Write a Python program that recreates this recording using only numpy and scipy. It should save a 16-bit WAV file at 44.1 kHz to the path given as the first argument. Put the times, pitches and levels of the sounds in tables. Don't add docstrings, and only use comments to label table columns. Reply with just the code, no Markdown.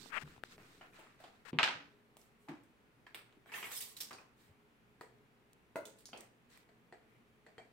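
import sys
import numpy as np
from scipy import signal
from scipy.fft import rfft, irfft
from scipy.io import wavfile
from scipy.ndimage import uniform_filter1d

SR = 44100
rng = np.random.default_rng(int(sys.argv[2]) if len(sys.argv) > 2 else 0)


def to_wav(sig):
    pcm = np.clip(np.atleast_2d(sig), -1, 1) * 32767
    pcm = np.round(pcm).astype(np.int16)
    wavfile.write(sys.argv[1], SR, pcm.T)


def boost(x):
    u = np.asarray(x, float) / 20
    return 10 ** u


N = 340848

# start in seconds, blow level in dB, ring
# pitch in Hz, # tick level in dB relative to the blow, room level in dB.
KNOCKS = [
    (0.5804, -49.5, 1850, -15, 0),
    (0.811, -48, 1530, -28, 3),
    (0.9876, -57, 2460, -1.5, 14),
    (1.2015, -56.5, 1300, -0.5, 6),
    (1.2398, -47, 3080, -15, 5.5),
    (2.169, -51.5, 2800, 7.5, -3),
    (5.0105, -59.5, 1100, 10.5, 3.5),
    (6.0894, -57, 1510, 7, -6),
]
CLACKS = [
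    (3.0664, -50, 1723, -14, 6.5),
    (3.3256, -58, 2703, -24, 1),
    (3.4595, -54.5, 1250, -20, 0.5),
    (3.5193, -41.5, 1960, -10.5, 8.5),
    (3.5384, -39, 2350, -11, 7.5),
    (3.628, -35, 2170, -12, 6.5),
    (3.6421, -38.5, 2170, -17, 3.5),
    (3.716, -41, 2050, -7, -1),
    (6.575, -53.5, 1695, 4, -8.5),
]
CLINKS = [(2.2157, -56.5, 5020, -10, -6.5), (2.636, -73, 5040, 10, 0), (4.1305, -46.5, 4610, -20.5, 3),
          (5.5318, -61, 3490, 8, -27.5), (5.758, -50.5, 3840, 5.5, 4.5), (5.8541, -49, 3420, 7, 2),
          (5.984, -63.5, 4370, 2, 9.5), (6.0064, -63, 2890, 8, -3), (6.056, -40.5, 5080, -74, 0.5),
          (6.1749, -49.5, 5030, -2, -2), (6.2072, -49, 4940, 6.5, -6.5)]
# start in seconds, blow level in dB, boom pitch in Hz,
# length of the boom in cycles, knock level in dB relative to the blow.
THUMPS = [
    (.216, -49, 253, 4.4, -25),
    (.232, -47.5, 143.9, 3, -7),
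    (.25, -48, 127, 3.1, -19),
    (1.5295, -39, 231, 2.8, -4),
    (1.74, -53, 112.9, 6.8, -29),
    (2.484, -51.5, 152, 7.1, -12),
    (3.366, -53.5, 280, 5.9, -20),
    (4.49, -51.5, 82.6, 4, -32),
]
# start in seconds, level in dB.
BOWL_TAP = [
    (5.757, -29),
]
# pitch in Hz, level in dB, time to fall by 60 dB in seconds.
BOWL_TONES = [(330, -14.5, 0.126), (450, 2.5, 0.022), (550, 0, 0.041), (655, -3, 0.066), (880, 8, 0.015),
              (1420, 6.5, 0.012), (2050, -0.5, 0.025), (2565, -1.5, 0.012)]
# pitch in Hz, level in dB relative to the blow, time to fall by 60 dB in seconds.
GLASS_TONES = [(6710, -27, 0.078)]
# first a colour, each row pitch in Hz and level in dB per Hz; then the blows, each row
# start in seconds, level in dB, room level in dB, and for cap and jar inside also brightness in dB per octave.
CAP = ([(200, -30.5), (450, -17), (860, -4.5), (1100, -9.5), (1500, -4), (2100, -4.5), (2800, -4),
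       (4200, -10.5), (6500, -24), (15000, -52.5)], [(1.5865, -12.5, -.7, -1.5), (1.6296, -13, .5, 3),
       (1.676, -23, 1.4, -2)])
JAR_BASE = [(290, -22.5), (600, -5), (900, -3), (1410, -7.5), (1650, -5), (1880, -8.5), (2330, -7.5),
            (3000, -13.5), (15000, -38.5)], [(2.4845, -42, 8.43)]
SPOON_LIFT = [(180, -25), (300, -13), (1260, -6.5), (1350, -3), (1490, -8.5), (2440, -2), (4960, -12),
              (6680, -26.5), (8420, -12), (15500, -17.5)], [(3.145, -27.5, 1.2)]
JAR_NECK = ([(600, -18), (1300, -14.5), (2700, -8.5), (3700, -4), (4800, -2.5), (5600, -4), (7000, -6),
            (14000, -6.5), (16000, -11)], [(3.9664, -32, 6.5), (4.0028, -25, 8.8)])
JAR_WALL = ([(200, -15), (700, -5.5), (1200, -3.5), (1800, -9.5), (2700, -10), (3500, -19), (8000, -27.5),
            (14000, -28.5)], [(4.108, -37.5, 4.3), (4.183, -44.5, 1.8)])
JAR_RIM = ([(150, -15), (680, 0.5), (1150, -10), (1400, -9), (1750, -20.5), (2500, -5.5), (3150, -7.5),
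           (3900, -21), (4600, -16), (6000, -35.5), (12000, -39)], [(6.13, -36.5, 3.63)])
JAR_INSIDE = ([(200, -30), (430, -5.5), (540, -11.5), (670, 0), (1150, -16), (1850, -7), (2400, -12),
              (2800, -21), (3250, -19), (3700, -23), (4470, -15.5), (5500, -30), (7800, -24), (12000, -43)],
              [(5.0095, -38, -1.5, 1), (6.689, -54, 1, 0), (6.924, -43.5, 0.5, -2), (7.464, -46.5, 1, 0),
              (7.58, -40.5, 0.5, 0)])
# pitch in Hz, level in dB relative to the blow,
# time to fall by 60 dB in seconds.
CAP_TONES = [(888, -26.5, 0.092), (1290, -18, 0.06), (1540, -24.5, 0.1), (1850, -28, 0.075),
             (2170, -24.5, 0.08), (2450, -23.5, 0.064), (2740, -28, .11), (3070, -19.5, 0.06)]
JAR_TONES = [(441, -9, 0.054), (1930, -7, 0.02), (4380, -17.5, 0.02)]
# start in seconds, level in dB, pitch in Hz, rise in seconds,
# time to fall by 60 dB in seconds.
WOKEN_TONES = [(.21, -52.5, 75, .03, .25), (.37, -63, 84, .02, 0.18), (1.79, -61, 285, 0.018, 0.25),
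               (1.5304, -32, 238, 0.00321, 0.028), (1.54, -44.5, 150, 0.009, 0.17),
               (1.537, -49.5, 491, 0.0048, .05), (1.547, -42, 270, 0.0043, 0.042),
               (2.478, -54, 880, 0.0024, 0.036), (2.484, -46.5, 896, 0.00155, 0.021),
               (2.483, -53.5, 1200, 0.0014, 0.0275), (2.485, -43.5, 290, 0.011, 0.103),
               (2.511, -45.5, 330, 0.00343, 0.073), (2.535, -50.5, 300, .005, 0.075),
               (3.066, -51.5, 1694, .001, .03), (3.5372, -37.5, 2656, 0.0024, 0.035),
               (3.54, -42, 1814, 0.0051, 0.046), (3.558, -48.5, 1915, .004, .05),
               (3.574, -49, 1070, 0.007, 0.049), (3.59, -52, 1800, .006, 0.046),
               (3.6287, -43, 2430, 0.00204, .04), (3.642, -45, 2190, 0.0021, 0.077),
               (3.7157, -49, 2255, 0.00194, .03), (3.9658, -47, 3980, .002, .025),
               (4.109, -47.5, 1154, 0.0026, 0.031), (5.0111, -49.5, 1235, 0.0018, 0.039),
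               (5.759, -38, 655, 0.0094, 0.084), (5.784, -38.5, 593, 0.00654, 0.043),
               (5.759, -45, 1406, 0.0037, 0.033), (5.774, -51, 1420, .004, .04),
               (6.925, -67, 7920, .001, 0.02), (7.581, -57, 3183, .002, 0.061),
               (7.592, -56.5, 670, .006, 0.084), (7.607, -58.5, 2314, .005, 0.055)]
SQUEAKS = [(3.726, -45, 6180, .005, 0.034), (3.737, -49, 3640, .004, 0.033), (3.75, -49, 3590, .005, .025),
           (3.761, -56, 3230, 0.0045, .03), (3.756, -49, 8900, .004, .025), (3.766, -42, 8600, .003, .025),
           (3.76, -47, 12500, .006, .03), (3.771, -42.5, 10600, .009, .05), (3.804, -42, 9230, .003, 0.035),
           (3.809, -51, 10900, 0.0055, .03), (3.81, -48, 7800, .006, .05)]
FURTHER_TONES = [(0.8103, -51.5, 1393, .002, 0.034), (.8115, -53, 2900, .002, 0.025),
                 (.934, -58, 2420, .001, .02), (.957, -61, 1923, .001, .02),
                 (.993, -53.5, 904, .001, 0.028), (1.069, -54, 1200, .001, 0.01),
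                 (1.241, -58.5, 3070, .002, .05), (1.5923, -39, 1290, .004, .06),
                 (1.597, -29, 2510, 0.00215, .03), (1.607, -35, 1200, 0.0033, .04),
                 (1.632, -25.5, 1607, .002, .02), (1.6309, -23.5, 2920, 0.00095, 0.016),
                 (1.6312, -26, 3600, 0.00073, 0.0143), (1.698, -42.5, 953, 0.0037, 0.041),
                 (3.0665, -55.5, 3200, .0008, 0.024), (3.0664, -64, 871, .002, .03),
                 (3.1462, -42.5, 3500, 0.00063, 0.011), (3.966, -54, 7500, 0.0022, .03),
                 (4.006, -49.5, 3574, .004, .08), (3.4923, -55, 1750, .001, .02),
                 (3.5263, -44, 1915, 0.0009, .015), (3.628, -45, 2930, .0006, .012),
                 (3.8061, -47.5, 2880, 0.00064, 0.011), (3.15, -50, 2220, .003, 0.036),
                 (3.146, -56, 8294, 0.0022, 0.03), (3.1459, -43, 2920, .0005, .01),
                 (4.004, -39.5, 5520, 0.003, 0.055), (4.13, -55, 4620, .002, .03),
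                 (4.184, -51, 2500, 0.00102, .03), (5.0106, -49.5, 963, 0.00195, 0.0256),
                 (5.035, -57.5, 483, .005, 0.047), (5.8546, -55, 3520, 0.00212, .04),
                 (5.875, -63, 8000, .008, .06), (5.856, -60, 6650, .005, .2),
                 (6.131, -47, 2556, 0.00107, 0.026), (6.131, -49, 3190, .001, .03),
                 (6.131, -56, 1330, .002, .04), (6.131, -54, 4500, .001, .04),
                 (6.175, -58, 8160, .002, .03)]
# start, rise and fall in seconds, scrape level in dB,
# fizz level in dB relative to the scrape.
RUBS = [(2.165, 0.0086, 0.12, -77, 6.5), (2.38, 0.044, 0.095, -91, 13), (3.455, 0.022, 0.084, -60.5, -12),
        (3.525, 0.036, 0.08, -47.5, -2.5), (3.63, 0.018, 0.093, -51, -1), (3.705, 0.014, 0.04, -55, 10),
        (3.73, 0.0477, 0.021, -60, 18.5), (3.8, 0.0098, 0.036, -56, 15), (3.81, .03, .11, -65.5, 12),
        (4.36, 0.07, 0.093, -75, 0), (5.96, 0.038, 0.045, -83, 12.5), (6.135, 0.029, 0.11, -63.5, -10),
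        (6.485, 0.032, 0.13, -68.5, -7), (7.07, 0.026, 0.13, -73.5, -14.5)]
# pitch in Hz, level in dB per Hz.
SCRAPE_COLOUR = [(450, -30.5), (800, -10.5), (1100, -8.5), (1500, -10), (1950, -4), (2250, -5.5),
                 (2650, -10.5), (3100, -13), (4300, -23), (5800, -38)]
FIZZ_COLOUR = [(2000, -23), (3200, -4), (5500, -8.5), (8500, -5), (12000, -6), (15800, -11)]
STIR_COLOUR = [(90, -7), (160, -6), (300, -3), (500, 4.5), (800, -20)]
# start, rise and fall in
# seconds, rub level in dB, hiss level in dB relative to the rub.
THUMB = [
    (.09, 0.035, 0.024, -58, -16),
    (.116, 0.04, 0.031, -44, -14.5),
    (.16, 0.02, 0.012, -39, -18),
    (.185, 0.04, 0.015, -54.5, -1.5),
    (1.449, 0.0059, 0.035, -57.5, -3.5),
    (1.47, 0.021, 0.022, -58.5, -0.5),
]
SLEEVE = [(.235, 0.058, 0.1183, -69.5, 2), (.44, 0.0126, 0.043, -71, 7), (.48, 0.045, 0.044, -69, 8),
          (.57, 0.046, 0.13, -70, -0.5), (.64, 0.1, 0.097, -74, 6), (.805, 0.01286, 0.096, -65.5, -6),
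          (.92, 0.048, 0.036, -67, -0.5), (.96, 0.0455, 0.18, -69, -2.5), (1.17, 0.081, 0.066, -70, 1.5),
          (1.28, 0.031, 0.16, -77, 0), (6.49, 0.027, 0.13, -82.5, 14.5), (4.37, 0.04, 0.11, -89.5, 14)]
PALM = [
    (-.012, 0.025, 0.057, -70, 15.5),
    (.038, 0.04, 0.04, -72.5, 14.5),
]
# pitch in Hz, level in dB per Hz.
GRIP_COLOUR = [(300, -13), (650, -4), (1300, 6), (1900, 4.5), (2700, 1.5), (3300, -11), (5000, -63)]
# start in seconds, level in dB, pitch in Hz, length in seconds,
# left-right difference in dB.
SHELL_TICKS = [
    (0.059, -50.5, 820, 0.0028, 34.5),
    (0.256, -54, 1490, 0.0044, 22),
    (0.276, -49, 1170, 0.00332, 22),
    (0.363, -50.5, 980, 0.0032, 17),
    (0.378, -49.5, 850, 0.0047, 19),
    (0.436, -24.5, 1610, 0.0027, 10.5),
    (1.45, -50, 1370, 0.016, 16),
]
# time in seconds, rumble level in dB.
SHAKE = [
    (0, -63.5),
    (.2, -71.5),
    (.3, -63.5),
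    (.43, -79),
    (.6, -64),
    (.85, -72.5),
    (.93, -66),
    (1.1, -85.5),
    (1.5, -79),
]
# pitch in Hz, time to fall by 60 dB in seconds.
ROOM_FADE = [(100, 0.41), (300, 0.64), (800, 0.39), (1500, 0.448), (3000, 0.37), (6000, 0.4), (12000, 0.25)]
# pitch in Hz, likeness from 0 to 1.
ROOM_LIKENESS = [(60, 0.895), (150, 0.9), (380, 0.78), (950, 0.15), (2400, 0.041)]
# pitch in Hz, left minus right in dB.
PORT_LEAN = [(60, 0), (130, 1), (290, -0.5), (640, 1), (1410, 3.5), (3100, -4), (6820, -2), (15000, -5)]
# pitch in Hz, level in dB.
PORT_COLOUR = [(40, -16.5), (120, 3.5), (6500, -2), (8200, 2), (10000, -3), (12500, 1)]
# pitch in Hz, level in dB per Hz.
AIR_COLOUR = [(15, -30), (21, -9), (32, -22.5), (53, -5), (81, -15.5), (107, -4.5), (221, -5), (301, -8),
              (409, -7.5), (639, -14.5), (756, -12.5), (2450, -17), (5350, -31.5), (8130, -33),
              (15900, -34.5)]
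# pitch in Hz, likeness up to 1, where 0 or less is
AIR_LIKENESS = [(60, -0.39), (150, 0.59), (380, 0.79), (950, -0.21), (2380, -0.39), (5980, 0.27),
                (15000, -0.98)]
# pitch in Hz, width in Hz, level in dB.
HUM = [
    (56.9, 15.54, -85),
    (121.1, 5.2, -80.5),
    (228, 22, -78.5),
    (415.5, 4.2, -81.5),
]


def evened(x):
    return x / np.sqrt(np.mean(x ** 2) + 1e-20)


def read(points, hz):
    f, value = np.transpose(points)
    return np.interp(np.log(hz + 1), np.log(f + 1), value)


def add(mix, s, sound):
    at = round(s * SR)
    sound = sound[:, max(-at, 0):]
    part = mix[:, max(at, 0):][:, :sound.shape[1]]
    part += sound[:, :part.shape[1]]


def colour(x, points):
    size = x.shape[-1]
    return irfft(rfft(x) * boost(read(points, np.fft.rfftfreq(size, 1 / SR))), size)


def alike(z, hz, points):
    same = np.clip(read(points, hz), 0, 1)[:, None]
    return np.array([z[0], same * z[0] + np.sqrt(1 - same ** 2) * z[1]])


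def pan(pan_db):
    return boost([[pan_db / 2], [-pan_db / 2]])


def chatter():
    at, sign = rng.random((5, 2)).T
    hits = np.zeros(400)
    share = (np.arange(5) + .3 + .7 * at) / 5
    places = np.clip(share * .0045 * SR, 1, 399).astype(int)
    hits[places] = 0.69 * np.sign(sign - .5) * (1 - 0.82 * share)
    return hits


def room(x, wet_db, image=0., rattle=0., size=24000):
    taps = np.clip(rng.standard_normal((2, size)), -1.6, 1.6) * (rng.random((2, size)) < .07)
    hz, t, z = signal.stft(taps, SR, nperseg=256)
    fade = boost(-60 * t / read(ROOM_FADE, hz)[:, None])
    tail = signal.istft(alike(z, hz, ROOM_LIKENESS) * fade, SR, nperseg=256)[1]
    t = np.arange(tail.shape[1]) / SR
    tail = tail * np.clip(t / .0015 - .5, 0, 1)
    tail = tail * (1 + 0.55 * np.exp(-t / 0.017))
    tail *= boost(wet_db) / np.linalg.norm(tail[0])
    tail[0, 0] = tail[1, 2] = 1
    tail[0, 10] = tail[1, 9] = -image
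    tail[:, :400] += rattle * chatter()
    return signal.fftconvolve(x * np.ones((2, 1)), tail, axes=1)


def blip(hz, turns, size=2048):
    u = np.arange(size + 1) / SR * hz / turns
    motion = u ** 2 * np.exp(-5.5 * u) * np.sin(2 * np.pi * turns * u)
    x = np.diff(motion)
    return x / abs(x).max()


def tick(size=2048):
    parts = (6000, 0.27), (8300, 0.68), (11500, 0.62), (14000, 0.5)  # Hz, gain
    return sum(g * blip(hz, 3.82, size) for hz, g in parts)


def modes(table, size):
    t = np.arange(size) / SR
    return sum(boost(db - 60 * t / t60) * np.sin(2 * np.pi * hz * t) for hz, db, t60 in table)


def struck(points, db, wet_db, bright_db=0, image=0, rattle=0.55):
    hz = abs(np.fft.fftfreq(4096, 1 / SR))
    colour_db = read(points, hz) + bright_db * np.log2(np.clip(hz / 2000, .25, 8))
    spectrum = np.exp(np.conj(signal.hilbert(np.log(boost(colour_db)))))
    blow = np.fft.ifft(spectrum).real[:2048]
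    blow = np.pad(blow, (55, 0)) / abs(blow).max()
    return room(boost(db - 1.0) * blow, wet_db + 4.5, image, rattle)


def knock(db, hz, tick_db, wet_db, thud_db=-4, rattle=0.16):
    blow = blip(hz, turns=1.59) + 0.34 * blip(1.9 * hz, turns=2.1) + 0.33 * blip(0.52 * hz, turns=2.2)
    thud = blip(422, turns=1.3) + 1.613 * blip(666.9, turns=2.25) + 0.6 * blip(950, turns=3.0)
    hit = blow + boost(thud_db - 4.5) * thud + boost(tick_db) * tick()
    return room(boost(db + 3.0) * hit, wet_db, rattle=rattle)


def clack(*row):
    return knock(*row, thud_db=-15, rattle=0.63)


def clink(db, hz, tick_db, wet_db):
    size = 6000
    blow = blip(hz, 1.9, size) + 0.57 * blip(1.679 * hz, 3.3, size) + modes(GLASS_TONES, size)
    thud = boost(-28.5) * blip(1030, 1.3, size)
    return room(boost(db + 5.5) * (blow + thud + boost(tick_db) * tick(size)), wet_db + 3.0, rattle=0.62)


def thump(db, hz, turns, knock_db):
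    size = 8192
    parts = (.55, 0.18, 0.66), (1, 0.91, 0.67), (1.45, 0.45, 1.2)
    boom = sum(g * blip(k * hz, n * turns, size) for k, g, n in parts)
    top = blip(880, 2.5, size) + 1.8 * blip(2400, 1.9, size)
    top = top + .15 * blip(4600, 1.3, size) + .05 * tick(size)
    blow = boom + boost(knock_db) * np.roll(top, round(0.11 * turns / hz * SR))
    return room(boost(db - 6.0) * blow, 6.5 + 0.53 * knock_db)


def bowl(db):
    ring = modes(BOWL_TONES, size=8000) * np.clip(np.arange(8000) / SR / 0.00088, 0, 1)
    ring = ring + 0.12 * np.roll(ring, round(0.036 * SR))
    return room(boost(db - 2.5) * ring / abs(ring).max(), wet_db=0.5)


def rings():
    low_hz, low_in_room = 700, 0.68
    strike_delay_s = .0013
    dry, t = np.zeros((2, N)), np.arange(9000) / SR
    for s, db, hz, rise, t60 in WOKEN_TONES + SQUEAKS + FURTHER_TONES:
        swell = np.sin(np.pi / 2 * np.minimum(t / rise, 1)) ** 2
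        fade = boost(db - 60 * np.maximum(t - rise, 0) / t60)
        add(dry, s, swell * fade * np.sin(2 * np.pi * hz * t) * np.array([[hz >= low_hz], [hz < low_hz]]))
    for table, blows in ((CAP_TONES, CAP[1]), (JAR_TONES, JAR_INSIDE[1])):
        for s, db, *_ in blows:
            add(dry[:1], s + strike_delay_s, boost(db) * modes(table, size=9000)[None])
    high, low = dry
    return room(high + low_in_room * low, wet_db=-5)[:, :N] + (1 - low_in_room) * low


def slips(size, per_s, spread_db, channels=1):
    hit = rng.random((channels, size)) < per_s / SR
    strength_db = spread_db * np.minimum(rng.exponential(1, size), 3)
    return hit * rng.uniform(-1.58, 1, (channels, size)) * boost(strength_db)


def patchy(x, patch_db):
    z = signal.stft(x, nperseg=256, noverlap=192)[2]
    patches = uniform_filter1d(rng.standard_normal(z.shape[1:]), size=2, axis=0)
    patches = uniform_filter1d(patches, size=9, axis=1)
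    z = z * boost(patch_db * evened(patches))
    return evened(signal.istft(z, nperseg=256, noverlap=192)[1][:, :x.shape[1]])


def stroke(rise, fall):
    away = np.r_[np.linspace(1, 0, round(rise * SR)), np.linspace(0, 1, round(fall * SR))]
    return -11.5 * away ** 1.772


def rub(rise, fall, db, fizz_db):
    press_db = stroke(rise, fall)
    size = len(press_db)
    stir_db = -69 + 0.85 * (db + 58.0)
    parts = ((SCRAPE_COLOUR, 2500, db), (FIZZ_COLOUR, 7000, db + fizz_db),
             (STIR_COLOUR, 7000, stir_db))
    x = 0
    for points, per_s, level_db in parts:
        layer = patchy(colour(slips(size, per_s, spread_db=3.2, channels=2), points), 4.5)
        x = x + boost(level_db + press_db) * layer
    return room(boost(-2.5) * x * signal.windows.tukey(size, .1), wet_db=-2.5)


def grip(rise, fall, db, hiss_db, pan_db):
    press_db = stroke(rise, fall)
    drag = slips(len(press_db), 5100, spread_db=-1.0, channels=2)
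    body = patchy(colour(drag, GRIP_COLOUR), 0.99)
    hiss_colour = [(2500, -6), (3800, 10.0), (6200, 2.0), (8600, 2.5), (10000, -8), (15000, -7.5)]  # Hz, dB
    hiss = patchy(colour(drag, hiss_colour), 1.65)
    x = boost(db + press_db) * (boost(4.5) * body + boost(hiss_db - 1.5) * hiss)
    x = x * pan(pan_db) / np.sqrt(np.cosh(pan_db * np.log(10) / 20))
    return x * signal.windows.tukey(len(press_db), .2)


def shell_tick(db, hz, length, pan_db):
    t = np.arange(0, length, 1 / SR)
    tones = np.sin(2 * np.pi * hz * t) + 0.53 * np.sin(2 * np.pi * 0.35 * hz * t)
    x = np.pad(tones * np.sin(np.pi * t / length) ** 2, (0, 2048 - len(t)))
    crack = np.roll(0.29 * tick() + 0.65 * blip(2340, turns=1.44), 30)
    return boost(db - 8.5) * pan(pan_db) * (x + crack)


def shake():
    s, db = np.transpose(SHAKE)
    t = np.arange(0, s[-1], 1 / SR)
    drag = slips(len(t), 5100, spread_db=2.0)
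    low_colour = [(50, -9.5), (110, -1.5), (200, -0.5), (450, -2.5), (800, -30.0)]  # Hz, dB
    return boost(np.interp(t, s, db)) * patchy(colour(drag, low_colour), 2.2) * np.ones((2, 1))


def resonate(x, hz, width):
    r = np.exp(-np.pi * width / SR)
    return signal.lfilter([1 - r, 0, r - 1], [1, -2 * r * np.cos(2 * np.pi * hz / SR), r * r], x)


def refrigerator():
    noise = rng.standard_normal(N)
    return sum(boost(db) * evened(resonate(noise, hz, width)) for hz, width, db in HUM)


def air():
    frames, hz = N // 512 + 5, np.fft.rfftfreq(2048, 1 / SR)
    a, b, c, d, patches = rng.standard_normal((frames, 1025, 5)).T
    patches = evened(uniform_filter1d(uniform_filter1d(patches, 20, 0), 10, 1))
    z = alike([a + 1j * b, c + 1j * d], hz, AIR_LIKENESS)
    z = z * boost(read(AIR_COLOUR, hz)[:, None] + 0.52 * patches)
    return boost(-70) * evened(signal.istft(z, nperseg=2048, noverlap=1536)[1][:, :N])


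def scene():
    far, near = np.zeros((2, N)), air() + refrigerator()
    for table, source in ((KNOCKS, knock), (CLACKS, clack), (CLINKS, clink), (THUMPS, thump),
                          (BOWL_TAP, bowl), (RUBS, rub)):
        for s, *row in table:
            add(far, s, source(*row))
    for points, blows in (JAR_BASE, SPOON_LIFT, JAR_NECK, JAR_WALL, JAR_RIM, JAR_INSIDE):
        for s, *row in blows:
            add(far, s, struck(points, *row, image=0.26))
    cap_colour, cap_blows = CAP
    for s, *row in cap_blows:
        add(far, s, struck(cap_colour, *row, image=1.0, rattle=.22))
    far = far + rings()
    for table, pan_db in ((THUMB, 57), (SLEEVE, -0.5), (PALM, -21)):
        for s, *row in table:
            add(near, s, grip(*row, pan_db))
    for s, *row in SHELL_TICKS:
        add(near, s, shell_tick(*row))
    add(near, 0, shake())
    lean_db = read(PORT_LEAN, np.fft.rfftfreq(N, 1 / SR)) / 2
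    leaning = irfft(rfft(far) * boost([lean_db, -lean_db]), N)
    return near + colour(leaning, PORT_COLOUR)


def top_cut(x):
    return signal.sosfilt(signal.butter(12, 16500, fs=SR, output="sos"), x)


def record(dry):
    edge = signal.firwin(255, 15900, window=("kaiser", 8), fs=SR)
    mix = signal.oaconvolve(dry, edge[None], "same")
    return top_cut(mix)


dry = scene()
out = record(dry)
to_wav(out)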